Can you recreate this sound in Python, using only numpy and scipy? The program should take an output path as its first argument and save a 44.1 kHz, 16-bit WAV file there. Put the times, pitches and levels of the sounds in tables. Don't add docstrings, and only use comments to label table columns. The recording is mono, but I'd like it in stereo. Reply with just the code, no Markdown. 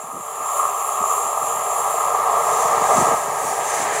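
import sys
import numpy as np
from scipy import signal
from scipy.fft import rfft, irfft
from scipy.io import wavfile
from scipy.ndimage import uniform_filter1d, map_coordinates

SR = 44100
rng = np.random.default_rng(int(sys.argv[2]) if len(sys.argv) > 2 else 0)


def waveform_to_disk(signal):
    frames = np.transpose(np.atleast_2d(signal))
    scaled = np.clip(frames, -1, 1) * 32767
    samples = np.round(scaled).astype(np.int16)
    wavfile.write(sys.argv[1], SR, samples)


N = 176400
T = np.arange(N) / SR
HZ = np.maximum(np.arange(N // 2 + 1) * SR / N, 1)
TURN_HZ, TURN_HZ_PER_S = 10.277, .039
TURNS = TURN_HZ * T + TURN_HZ_PER_S * T ** 2 / 2

# place in the turn (0-1), strength in dB, half-length in seconds.
ROUGH_SPOTS = [(.03, 2, .002), (.15, 1, .0028), (.305, -1, .001), (.45, -3.5, .002), (.505, -3.5, .001),
               (.703, 3.5, .0017), (.875, -2, .0012)]
# time in seconds, dB above the rolling force.
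WHEEL_KNOCKS = [(1.038, 28), (1.178, 26), (1.328, 24), (1.941, 26), (2.147, 28), (2.777, 25)]

# frequency in Hz, width in Hz, boost in dB.
TRACK_RESONANCES = [(409, 6, 5.5), (460, 13, 4), (483, 8, 2.5), (588, 10, 6), (631, 12, 5), (670, 14, 2.5),
                    (735, 14, 2), (770, 12, 2), (808, 10, 7.5), (886, 16, 4), (1083, 22, 3.5),
                    (1163, 20, 3.5), (1200, 16, 3), (1250, 22, 4.5), (1310, 22, 3), (1625, 50, 4.5),
                    (1800, 25, 2.5), (1861, 30, 4), (2031, 35, 3)]
HEAD_RESONANCES = [(4750, 220, 3), (5280, 100, 3), (5630, 170, 3.5), (6110, 110, 6), (6410, 90, 2.5),
                   (6880, 130, 2), (7270, 90, 2), (7482, 60, 3), (8300, 120, 2), (8830, 110, 3.5),
                   (9679, 120, 2), (9960, 90, 2), (10293, 130, 3), (10620, 110, 2), (10955, 110, 3),
                   (11230, 90, 2.5), (12350, 130, 2), (12920, 180, 2.5)]

# frequency in Hz, relative level in dB.
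BODY_TONE = [(290, -45), (350, -22), (400, -9.5), (482, -5.5), (500, -25), (516, -25), (530, -11),
             (565, -4.5), (612, -5), (700, -.5), (825, -.5), (850, -6), (880, -1.5), (950, -2),
             (1080, -15.5), (1300, -44)]
RING_TONE = [(750, -42.5), (950, -11), (1060, -2), (1180, -.5), (1265, -2), (1330, -8), (1380, -13),
             (1425, -35), (1800, -52)]
HISS_TONE = [(1400, -42), (2100, -22), (2650, -15), (3300, -20), (4500, -30.5), (5200, -35), (5850, -26),
             (6150, -14), (6450, -17), (6850, -3), (7480, 1), (7750, -19), (8600, -35)]
SIZZLE_TONE = [(5500, -32), (7700, -13), (8400, -7.5), (9100, -5.5), (9900, -.5), (10600, 0), (11100, -1.5),
               (11700, -3.5), (13000, -5), (13700, -11.5), (15000, -15), (16000, -24)]
NEAR_TONE = [(1500, -17), (2500, -18), (3500, -18.5), (5100, -16.5), (6100, -5.5), (6800, -1), (8200, -4),
             (9000, -5.5), (10200, -6), (11500, -13), (16000, -25)]
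ROAR_TONE = [(200, -20), (330, -8), (800, -3), (1330, -2.5), (1450, -8), (1600, 1), (2080, -1), (2800, -10),
             (4200, -15), (5100, -18), (6500, -21), (15000, -40)]
DRONE_NOTES = [(73, -19), (97, -2), (150, 2), (172, -6), (300, -5)]
RUMBLE_TONE = [(20, -40), (45, -27), (70, -11), (100, -1), (150, 1), (240, -6), (350, -7), (700, -22)]
WIND_TONE = [(20, -30), (55, -21), (95, -6), (150, -2), (230, -1), (310, 3), (450, -1), (800, -17),
             (2000, -42)]

# time in seconds, relative level in dB.
BODY_SWELL = [(0, -37.5), (.2, -36.5), (.38, -32.5), (.62, -27.5), (.85, -30.5), (1.14, -26.5), (1.35, -28),
              (1.7, -26), (2.3, -22.5), (2.75, -20.5), (2.87, -19.5), (2.915, -15), (2.96, -19),
              (3.13, -19), (3.17, -25), (3.55, -25), (3.69, -25.5), (3.74, -21.5), (3.8, -25), (3.92, -25),
              (4, -21.5)]
RING_SWELL = [(0, -35), (.2, -34), (.44, -28), (.5, -24), (.56, -24.5), (.6, -17.5), (.7, -25.5),
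              (.92, -26), (1.1, -22), (1.27, -25.7), (1.73, -25.2), (2.3, -20.5), (2.45, -21.5),
              (2.92, -20), (3.12, -20.3), (3.2, -26.5), (3.55, -29), (4, -28.5)]
HISS_SWELL = [(0, -38.5), (.16, -41), (.3, -35), (.4, -36), (.5, -30), (.62, -30), (.72, -32), (1.03, -30),
              (1.11, -27), (1.27, -30), (1.4, -32), (1.47, -27.5), (1.6, -30.5), (2.05, -30), (2.22, -35),
              (2.58, -29.5), (2.74, -32.5), (3, -28.5), (3.33, -38), (3.8, -32), (4, -35)]
SIZZLE_SWELL = [(0, -39.5), (.17, -39), (.42, -34), (.58, -27.5), (.76, -31.5), (.89, -28), (1.01, -32),
                (1.14, -27), (1.34, -31.5), (1.47, -28.5), (1.62, -30.5), (1.8, -28), (2.04, -29),
                (2.2, -33.5), (2.42, -30), (2.66, -29.5), (2.75, -33), (3.02, -29.5), (3.28, -34.5),
                (3.48, -31), (3.62, -33.5), (3.76, -34), (4, -37)]
NEAR_SWELL = [(0, -57), (2.25, -41.5), (2.45, -37), (2.52, -32), (2.62, -30.5), (2.75, -34.5),
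              (2.89, -29.5), (3, -27), (3.08, -31), (3.34, -36.5), (3.47, -29.5), (3.63, -34.5),
              (3.69, -29), (3.81, -27.5), (3.89, -35), (3.96, -28.5), (4, -28.5)]
ROAR_SWELL = [(0, -48.5), (.15, -50), (.6, -38.5), (.75, -42.5), (1.1, -39.5), (1.3, -41), (2, -36.5),
              (2.97, -30), (3.12, -30.5), (3.25, -35.5), (3.5, -34), (3.75, -29.5), (4, -26.5)]
ENGINE_SWELL = [(0, -13), (.9, -14), (2, -6.5), (2.8, -1), (3.4, -5), (3.7, -7), (4, -4)]

# middle in seconds, level in dB.
WIND_THUMPS = [(.043, -42), (.141, -38), (.204, -39), (1.012, -36), (1.43, -44), (1.59, -45), (2.654, -34),
               (2.775, -38), (2.822, -32), (2.943, -32), (2.985, -21.5), (3.025, -22.5), (3.087, -32),
               (3.135, -28), (3.285, -37), (3.452, -35), (3.818, -35)]
# middle in seconds, half-length in seconds, level in dB, share of deep bass (0-1).
WIND_GUSTS = [(.09, .012, -48, .1), (.166, .022, -37, .1), (.41, .028, -48, .5), (.6, .05, -54, .5),
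              (1.016, .012, -40, .4), (1.26, .016, -47, .6), (1.45, .025, -47, .6), (1.57, .025, -48, .7),
              (2.735, .012, -39, .5), (2.815, .014, -36, .6), (2.978, .018, -27, .6),
              (3.018, .009, -28, .8), (3.078, .014, -34, .8), (3.125, .012, -31, .7), (3.32, .02, -44, .5),
              (3.46, .025, -40, .5), (3.52, .015, -41, .5), (3.595, .012, -40, .6), (3.83, .04, -40, .4)]

# frequency in Hz, how far the left one leads in radians.
LEFT_LEAD = [(4800, 0), (5700, 0.58), (7600, 0.5), (9000, 1.23), (10100, 1.42), (11900, 3.5), (13200, 3),
             (14200, 0)]
# frequency in Hz, left level minus right level in dB.
LEFT_BALANCE = [(6000, 0), (6600, 2.6), (8600, -1.8), (9400, 1), (11300, -1.8), (12300, 2.2), (13500, -5),
                (15400, -1)]
# frequency in Hz, share of the power (0-1).
SCATTERED_SHARE = [(4200, 0), (5500, .13), (7200, .05), (11000, .12), (13800, .33), (15200, .02)]


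def undb(db):
    return 10 ** (np.asarray(db) / 20)


def unit(x):
    return x / np.sqrt(np.mean(x ** 2))


def curve(rows):
    return undb(np.interp(T, *np.array(rows).T))


def across(rows):
    hz, value = np.array(rows).T
    return np.interp(np.log(HZ), np.log(np.sort(hz)), value)


def colour(x, tone, boost_db=0):
    cepstrum = irfft(np.log(undb(across(tone) + boost_db)), N)
    cepstrum[1:N // 2] *= 2
    cepstrum[N // 2 + 1:] = 0
    return unit(irfft(rfft(x) * np.exp(rfft(cepstrum)), N))


def resonances(rows):
    return sum(db / (1 + (2 * (HZ - hz) / width) ** 2) for hz, width, db in rows)


def noise():
    return rng.standard_normal(N)


def wander(rate_hz):
    return unit(irfft(rfft(noise()) * np.exp(-(HZ / rate_hz) ** 2), N))


def rough_spots(scatter_db=1.0, half_faded_s=2.8, fade_s=.4):
    bumps = 0
    for place, db, half_s in ROUGH_SPOTS:
        turns = TURNS - place + 1
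        nearest = np.round(turns).astype(int)
        strength = undb(db + scatter_db * rng.standard_normal(size=64))[nearest]
        since_s = (turns - nearest) / TURN_HZ
        bumps += strength ** 2 * np.exp(-np.minimum((since_s / half_s) ** 2, 20))
    return bumps / (1 + np.exp((T - half_faded_s) / fade_s))


def wheel_force(bumps, repeat):
    turn_samples = int(SR / TURN_HZ)
    tread = rng.standard_normal(turn_samples)[(TURNS % 1 * turn_samples).astype(int)]
    roughness = np.sqrt(repeat) * tread + np.sqrt(1 - repeat) * noise()
    power = 1 + abs(bumps)
    return roughness * np.sqrt(power / uniform_filter1d(power, turn_samples))


def rail_song(bumps, track_db, chatter=.55):
    force = wheel_force(chatter * bumps, repeat=.28) + knocks()
    body = colour(force, BODY_TONE, track_db) * curve(BODY_SWELL) * undb(.3)
    ring = colour(force, RING_TONE, track_db) * curve(RING_SWELL) * undb(.8)
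    return body + ring


def rail_ripple(spacing_hz=40):
    heights = rng.standard_normal(size=1024)
    return np.interp(HZ / spacing_hz, np.arange(len(heights)), heights)


def shimmer(x, depth_db, rate_hz, band_hz=450):
    hz, times, frames = signal.stft(x, SR, nperseg=512)
    band, step = np.meshgrid(hz / band_hz, times * rate_hz, indexing="ij")
    flicker = map_coordinates(rng.standard_normal(size=(64, 256)), [band, step], mode="mirror")
    _, flickering = signal.istft(frames * undb(depth_db * flicker), SR)
    return unit(flickering[:N])


def rail_hiss(bumps, head_db, chatter=.12, flutter_db=.4):
    force = wheel_force(chatter * bumps, repeat=.14)
    hiss = shimmer(colour(force, HISS_TONE, head_db), depth_db=1.2, rate_hz=22)
    hiss *= curve(HISS_SWELL)
    sizzle = shimmer(colour(force, SIZZLE_TONE, head_db), depth_db=1.5, rate_hz=12)
    sizzle *= curve(SIZZLE_SWELL) * undb(-.6)
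    near = shimmer(colour(noise(), NEAR_TONE, head_db), depth_db=1.5, rate_hz=12)
    near *= curve(NEAR_SWELL) * undb(.9)
    return hiss + (sizzle + near) * undb(flutter_db * wander(25))


def wheel_roar(bumps, track_db, chatter=.3, flutter_db=.5):
    force = wheel_force(chatter * bumps, repeat=.15)
    flutter = undb(flutter_db * wander(25))
    return colour(force, ROAR_TONE, track_db) * curve(ROAR_SWELL) * undb(-.1) * flutter


def engine(waver=.01, throb_db=2.0):
    wavering_time = np.cumsum(1 + waver * wander(8)) / SR
    drone = 0
    for hz, db in DRONE_NOTES:
        level = undb(db + throb_db * wander(10))
        drone += level * np.sin(2 * np.pi * (hz * wavering_time + rng.random()))
    rumble = colour(noise(), RUMBLE_TONE)
    return (unit(drone) * undb(-50) + rumble * undb(-44.5)) * curve(ENGINE_SWELL)


def wind_thumps(middle_hz=190, half_s=.0065, fall_octaves_per_s=78):
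    out = np.zeros(N)
    for (at, db), phase in zip(WIND_THUMPS, rng.random(len(WIND_THUMPS))):
        since_s = np.clip(T - at, -6 * half_s, 6 * half_s)
        cycles = np.cumsum(middle_hz * 2 ** (-fall_octaves_per_s * since_s)) / SR
        swell = undb(db) * np.exp(-(since_s / half_s) ** 2 / 2)
        out += swell * np.sin(2 * np.pi * (cycles + phase))
    return out


def wind_gusts(swirl_db=2.0, deep_below_hz=170):
    swirls = colour(noise() * undb(swirl_db * wander(60)), WIND_TONE)
    deep = irfft(rfft(swirls) / (1 + (HZ / deep_below_hz) ** 6), N)
    out = np.zeros(N)
    for at, half_s, db, bass in WIND_GUSTS:
        swell = undb(db) * np.exp(-((T - at) / half_s) ** 2 / 2)
        out += swell * (swirls - (1 - bass) * deep)
    return out


def knocks():
    force = np.zeros(N)
    for at, db in WHEEL_KNOCKS:
        force[int(at * SR)] = undb(db)
    return force


def microphone(direct, scattered):
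    share = across(SCATTERED_SHARE)
    sides = np.array([[1], [-1]])
    heard = np.sqrt(1 - share) * rfft(direct) + sides * np.sqrt(share) * rfft(scattered)
    balance = undb(sides * across(LEFT_BALANCE) / 2)
    phase_shift = np.exp(1j * sides * across(LEFT_LEAD) / 2)
    return irfft(heard * balance * phase_shift, N)


def scene():
    bumps = rough_spots()
    track_db = resonances(TRACK_RESONANCES)
    head_db = resonances(HEAD_RESONANCES) + rail_ripple()
    rails = rail_song(bumps, track_db) + rail_hiss(bumps, head_db)
    train = wheel_roar(bumps, track_db) + engine()
    wind = wind_gusts() + wind_thumps()
    return microphone(rails + train + wind, scattered=rail_hiss(bumps, head_db))


def record(dry, low_hz=55, top_hz=15750):
    bass_cut = signal.butter(2, low_hz, "high", fs=SR, output="sos")
    treble_cut = signal.ellip(10, .2, 80, top_hz, fs=SR, output="sos")
    return signal.sosfilt(treble_cut, signal.sosfilt(bass_cut, dry))


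dry = scene()
out = record(dry)
waveform_to_disk(out)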